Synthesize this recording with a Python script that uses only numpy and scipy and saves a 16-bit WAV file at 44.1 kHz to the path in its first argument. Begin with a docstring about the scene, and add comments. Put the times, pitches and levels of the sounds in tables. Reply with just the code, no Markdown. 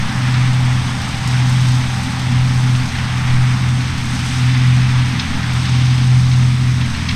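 """A big diesel farm machine drags a wide mulcher through dry maize stubble, some way off.
The firing of its cylinders makes a deep exhaust note that booms and fades about once a second
over a low roar. Spinning rotors drone and gears whine. The flails (swinging blades) shred stalks
into a crackling hiss and now and then knock a stone against the steel hood.
Light wind nudges the microphone with a very low rumble."""
import sys
import numpy as np
from scipy import signal
from scipy.fft import rfft, irfft
from scipy.io import wavfile
from scipy.ndimage import uniform_filter1d

SR = 44100
rng = np.random.default_rng(int(sys.argv[2]) if len(sys.argv) > 2 else 0)


def dump(signal):
    """Clip the signal to [-1, 1] and save it as 16-bit WAV at the path in sys.argv[1]."""
    limited = np.clip(np.atleast_2d(signal).T, -1, 1)
    pcm = np.round(limited * 32767).astype(np.int16)
    wavfile.write(sys.argv[1], SR, pcm)


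N = 315315
T = np.arange(N) / SR
CRANK_HZ, FIRINGS_PER_TURN, FIRING_HZ = 31.43, 4, 126.0

# booms of the exhaust note: (middle time [s], length [s], top level [dB])
BOOMS = [(0.523, 1.04, -13), (1.566, 1.01, -13), (2.533, 0.933, -12.5), (3.53, 1.13, -13.5),
         (4.68, 1.04, -11.5), (6.204, 1.613, -10.5)]
# weaker engine tones: (multiple of the crank speed, level [dB])
CRANK_TONES = [(2, -40.5), (3, -43), (5, -38), (6, -43), (8, -38.5), (10, -51.5), (12, -68)]
# tone colour of the exhaust roar: (frequency [Hz], relative level [dB])
ROAR_SPECTRUM = [(20, -13), (35, -7.5), (60, -4.5), (90, 1), (130, 0.5), (200, 1), (250, -0.5), (280, -5),
                 (310, -14.5), (350, -19), (450, -27), (900, -58)]
# tones of the rotors and drive shafts: (frequency [Hz], relative level [dB])
DRONE_TONES = [(83.98, -24.5), (122.6, -25.5), (167.95, -30), (230.8, -38.5), (403, -56), (431.3, -51.5)]
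# how much of the drone comes this way: (time [s], gain [dB])
DRONE_FACING = [(0, -7.5), (3.2, -4), (5, -2.5), (7.15, -1)]
# tones of the gears: (frequency [Hz], relative level [dB])
GEAR_TONES = [(783, -43), (862.6, -44.5), (981, -57), (1796, -52), (3583.5, -52)]
# how much of the whine comes this way: (time [s], gain [dB])
GEAR_FACING = [(0, -2.5), (2.3, 2.5), (3.6, -5), (5.6, -3), (7.15, -20)]
# tone colour of machine noise and shredding: (frequency [Hz], relative level [dB])
THRASH_SPECTRUM = [(200, -19), (480, -10.5), (650, -6), (800, -0.5), (1250, 1), (1450, 0), (2150, 1),
                   (2900, -3.5), (3600, -3), (4600, -9.5), (5500, -10), (7000, -29), (12000, -48)]
# tone colour of flying chaff: (frequency [Hz], relative level [dB])
CHAFF_SPECTRUM = [(2000, -24), (4200, -5), (5000, 0), (5700, -2.5), (6150, 0.5), (6700, -5), (7150, -10),
                  (7700, -7), (8250, -2.5), (8900, -7.5), (9600, -13), (12000, -22.5), (14100, -24),
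                  (15000, -39), (15600, -46)]
# the clatter as the machine draws away and turns: (time [s], low-mid gain [dB], upper-mid gain [dB])
RECEDING = [(0, 2, 1.5), (2.1, 1.5, -0.85), (4.0, -1.5, -0.9), (5.5, .3, .6), (6.3, -1, -4), (7.15, -3, -1)]
# clumps of stalks feeding in: (middle time [s], length [s], boost [dB], pitch [Hz], splinters [1/s])
CLUMPS = [(0.368, 0.29, 1.5, 2800, 5), (.95, 0.6, 0.8, 9000, 10), (1.522, 0.75, 2.3, 4830, 50),
          (1.8, 1, 1.3, 9500, 90), (2.68, 0.48, 2, 9500, 35), (3.25, 1, 2, 1600, 2),
          (4.272, 0.51, 3.5, 9000, 150), (4.517, 0.92, 3.5, 2900, 10), (5.1, 0.76, 2.1, 3240, 2),
          (5.787, 0.76, 4, 4200, 5), (6.28, 0.44, 1.9, 5500, 5), (7.05, 0.55, 1.3, 4000, 5)]
# stones and stumps hit by the flails: (time [s], relative level [dB], brightest pitch [Hz])
KNOCKS = [(.220, -33, 3300), (.342, -23.5, 3100), (2.751, -28, 3970), (2.952, -24, 2800),
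          (2.985, -25, 2700), (3.3, -28, 2500), (3.806, -27, 3700), (5.196, -18, 4400), (5.653, -28, 3300),
          (5.867, -31, 3400), (5.980, -28, 3400), (6.313, -27.5, 4500), (6.334, -29, 4000),
          (6.810, -27, 3500), (6.948, -26, 3400), (7.085, -27, 3500), (7.089, -19, 4300),
          (7.108, -24, 3700)]
# ringing tones of the steel hood: (frequency [Hz], relative level [dB], time to fade by 60 dB [s])
HOOD_TONES = [(1750, 14, 0.14), (2180, 9, 0.22), (2690, 7, 0.17), (3330, 5, 0.15), (3780, 4, 0.29),
              (4300, 7.5, 0.081), (5100, 5, 0.062), (6160, -0.5, 0.076), (6730, -5.5, 0.045)]
# dry stalks snapping: (time [s], relative level [dB])
SNAPS = [(1.017, -33.5), (1.275, -28), (1.496, -31.5), (1.526, -35), (1.684, -33), (1.72, -37), (1.75, -35),
         (2.033, -32), (2.195, -35), (3.979, -34), (4.054, -34), (4.15, -34), (5.534, -31.5)]
# tone colour of a snap: (frequency [Hz], relative level [dB])
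SNAP_SPECTRUM = [(1500, -23), (5000, 7.5), (7200, 4), (8400, 5), (11000, -11), (14000, -11), (15500, -22)]
# gusts on the microphone: (middle time [s], length [s], top level [dB])
GUSTS = [(.07, .3, -22), (.58, .34, -22), (1.82, .25, -26), (3.34, .24, -20), (5.34, .16, -20)]
# tone colour of the wind's rumble: (frequency [Hz], relative level [dB])
WIND_SPECTRUM = [(2, -16), (7, 1), (12, -4), (22, -21), (60, -38), (300, -80)]


def firing_note(trough_db=-25.5, sag_hz_per_db=0.07, octave_db=-22.5):
    """The firing cylinders make a deep note that booms in slow swells and never quite dies."""
    level = gain_of(trough_db)
    for middle, length, db in BOOMS:
        level = np.maximum(level, gain_of(db) * arch(T, middle, length) ** 0.88)
    hz = FIRING_HZ + sag_hz_per_db * 20 * np.log10(level / level.max())  # a little lower as it fades
    angle = 2 * np.pi * np.cumsum(hz) / SR
    note = unit_level(np.sin(angle) + gain_of(octave_db) * np.sin(2 * angle))
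    flutter = gain_of(0.5 * drift(rate=6))
    return level * flutter * note


def exhaust(roar_db=-24.5):
    """The firing note, weaker tones that follow the crank, and the roar of swirling gas."""
    hum = sum(gain_of(db) * tone(multiple * CRANK_HZ, wander=0.062, flutter_db=3, rate=4)
              for multiple, db in CRANK_TONES)
    return firing_note() + hum + gain_of(roar_db) * colour(rng.standard_normal(N), ROAR_SPECTRUM)


def rotors_and_gears():
    """Rotors drone and gears whine, louder when more of their sound comes this way."""
    drone = sum(gain_of(db) * tone(hz, wander=0.091, flutter_db=0.5, rate=4) for hz, db in DRONE_TONES)
    whine = sum(gain_of(db) * tone(hz, wander=0.12, flutter_db=3, rate=7) for hz, db in GEAR_TONES)
    return drone * gain_curve(DRONE_FACING) + whine * gain_curve(GEAR_FACING)


def shredding(thrash_db=-27, chaff_db=-36):
    """Breaking stalks and rushing air blend into a crackling hiss that swells with each clump."""
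    thrash = rng.standard_normal(N) + 0.51 * fractures(per_s=2500)
    thrash *= throb(firing=0.045, crank=0.029) * gain_of(0.37 * drift(rate=49))
    chaff = rng.standard_normal(N) + 0.77 * fractures(per_s=1800)
    chaff *= throb(firing=0.084, crank=0.042) * gain_of(0.57 * drift(rate=45))
    hiss = gain_of(thrash_db) * colour(thrash, THRASH_SPECTRUM)
    hiss += gain_of(chaff_db) * colour(chaff, CHAFF_SPECTRUM)
    hz, t, spectra = signal.stft(hiss, SR, nperseg=512, noverlap=384)  # split by pitch and time
    # moving air makes patches of the spectrum come and go
    patches = uniform_filter1d(rng.standard_normal(spectra.shape), size=9, axis=0)
    patches = unit_level(uniform_filter1d(patches, size=14, axis=1))
    spectra *= gain_of(hiss_change_db(hz, t) + 0.7 * patches)
    return signal.istft(spectra, SR, nperseg=512, noverlap=384)[1][:N]


def fractures(per_s, spread_db=1.5):
    """Tiny breaks in the stalks click at random: most are small, a few large."""
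    size = gain_of(spread_db * np.minimum(rng.exponential(1, N), 4.5))
    return unit_level(size * rng.choice([-1, 1], N) * (rng.random(N) < per_s / SR))


def throb(firing, crank):
    """The machine's noise pulses with each firing and, less, with each turn of the crank."""
    angle = 2 * np.pi * CRANK_HZ * T
    return 1 + firing * np.cos(FIRINGS_PER_TURN * angle) + crank * np.cos(angle)


def hiss_change_db(hz, t, bands_hz=(700, 1730, 3860), clump_octaves=0.68):
    """The hiss dulls as the machine draws away; each clump of stalks lifts it around its own pitch."""
    times, low_mids, upper_mids = np.transpose(RECEDING)
    treble = -0.4 - 0.2 * t
    bands_db = np.array([np.interp(t, times, low_mids), np.interp(t, times, upper_mids), treble])
    octave = np.log2(hz + 1)
    share = np.array([np.interp(octave, np.log2(bands_hz), row) for row in np.eye(3)])
    db = share.T @ bands_db  # blend smoothly between the three bands
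    for middle, length, boost_db, pitch_hz, _ in CLUMPS:
        nearness = np.exp(-0.5 * ((octave - np.log2(pitch_hz)) / clump_octaves) ** 2)
        db += boost_db * np.outer(nearness, arch(t, middle, length))
    return db


def stone_knocks(level_db=-1, rise_s=0.00051, crack_s=0.0075, width_hz=420, rattle_db=-10, focus_db=8.5):
    """A hard crack on the steel hood, then a fading tail of bits rattling under it."""
    out, t = np.zeros(N), T[:SR // 5]
    freqs = np.fft.rfftfreq(len(t), 1 / SR)
    for start, db, bright_hz in KNOCKS:
        ring = np.zeros(len(t))
        for hz, tone_db, fade_s in HOOD_TONES:
            band = 1 / (1 + (2 * (freqs - hz) / width_hz) ** 2)
            noise = unit_level(irfft(rfft(rng.standard_normal(len(t))) * band, len(t)))
            fade = np.exp(-t / crack_s) + gain_of(rattle_db) * 1000 ** (-t / fade_s)
            # a blow favours the tones near its brightest pitch
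            ring += noise * fade * gain_of(tone_db - focus_db * np.log2(hz / bright_hz) ** 2)
        ring *= 1 - np.exp(-t / rise_s)
        ring /= np.std(ring[:SR // 100])  # the first 10 ms set the level
        add(out, start, gain_of(db + level_db) * ring)
    return out


def stalk_snaps(level_db=2, decay_s=0.0079, splinter_db=-43):
    """Dry fibres split in short, bright bursts: a few big snaps among runs of small splinters."""
    out, t = np.zeros(N), T[:SR // 20]
    fade = np.exp(-t / decay_s)
    for start, db in SNAPS:
        snap = colour(rng.standard_normal(len(t)), SNAP_SPECTRUM) * fade
        add(out, start, gain_of(db + level_db) * snap)
    per_s = 15 + sum(rate * arch(T, middle, length) for middle, length, _, _, rate in CLUMPS)
    splinters = rng.random(N) * (rng.random(N) < per_s / SR)
    bursts = signal.oaconvolve(splinters, fade)[:N]  # give each splinter a short tail
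    return out + gain_of(splinter_db) * bursts * colour(rng.standard_normal(N), SNAP_SPECTRUM)


def wind(breeze_db=-33, rise_db_per_s=0.2):
    """Air pushes on the microphone and rumbles: a slowly growing breeze and a few gusts."""
    breeze = gain_of(breeze_db + rise_db_per_s * T)
    gusts = sum(gain_of(db) * arch(T, middle, length) ** 2 for middle, length, db in GUSTS)
    return (breeze + gusts) * colour(rng.standard_normal(N), WIND_SPECTRUM)


def tone(hz, wander, flutter_db, rate):
    """A tone whose timing (wander, in cycles) and level waver on the way through the air."""
    cycles = hz * T + rng.random() + wander * drift(rate)
    return unit_level(np.sin(2 * np.pi * cycles) * gain_of(flutter_db * drift(rate)))


def drift(rate):
    """A smooth random wobble, swinging up to `rate` times a second."""
    times = np.linspace(0, T[-1], 1500)
    hz = rate * np.geomspace(0.05, 1, 24)[:, None]
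    waves = np.sin(2 * np.pi * (hz * times + rng.random(hz.shape)))
    return np.interp(T, times, unit_level(waves.sum(0)))


def colour(x, spectrum):
    """Gives a sound the tone colour in a table, at an average level of 1."""
    hz, db = np.transpose(spectrum)
    freqs = np.fft.rfftfreq(len(x), 1 / SR)
    shape_db = np.interp(np.log(freqs + 1), np.log(hz), db)
    return unit_level(irfft(rfft(x) * gain_of(shape_db), len(x)))


def arch(t, middle, length):
    """A smooth hump: rises from 0 to 1 at the middle and falls back."""
    return np.maximum(np.cos(np.pi * np.clip((t - middle) / length, -1, 1)), 0)


def gain_of(db):
    """Turns decibels into a number to multiply by."""
    return 10 ** (np.asarray(db) / 20)


def gain_curve(rows):
    """Joins (time [s], gain [dB]) points into a multiplier for every sample."""
    times, db = np.transpose(rows)
    return gain_of(np.interp(T, times, db))


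def unit_level(x):
    """Scales a signal to an average (rms) level of 1."""
    return x / np.sqrt(np.mean(x ** 2) + 1e-20)


def add(mix, start_s, sound):
    """Mixes a sound in at the given time."""
    part = mix[round(start_s * SR):][:len(sound)]
    part += sound[:len(part)]


def scene():
    """Everything reaches one microphone across the open field."""
    return (exhaust() + rotors_and_gears() + shredding() + stone_knocks() + stalk_snaps() + wind())[None]


def record(dry):
    """Cuts away the highest treble, above 15300 Hz."""
    lowpass = signal.firwin(511, 15300, window=("kaiser", 9), fs=SR)
    return signal.oaconvolve(dry, lowpass[None], "same")


dry = scene()
out = record(dry)
dump(out)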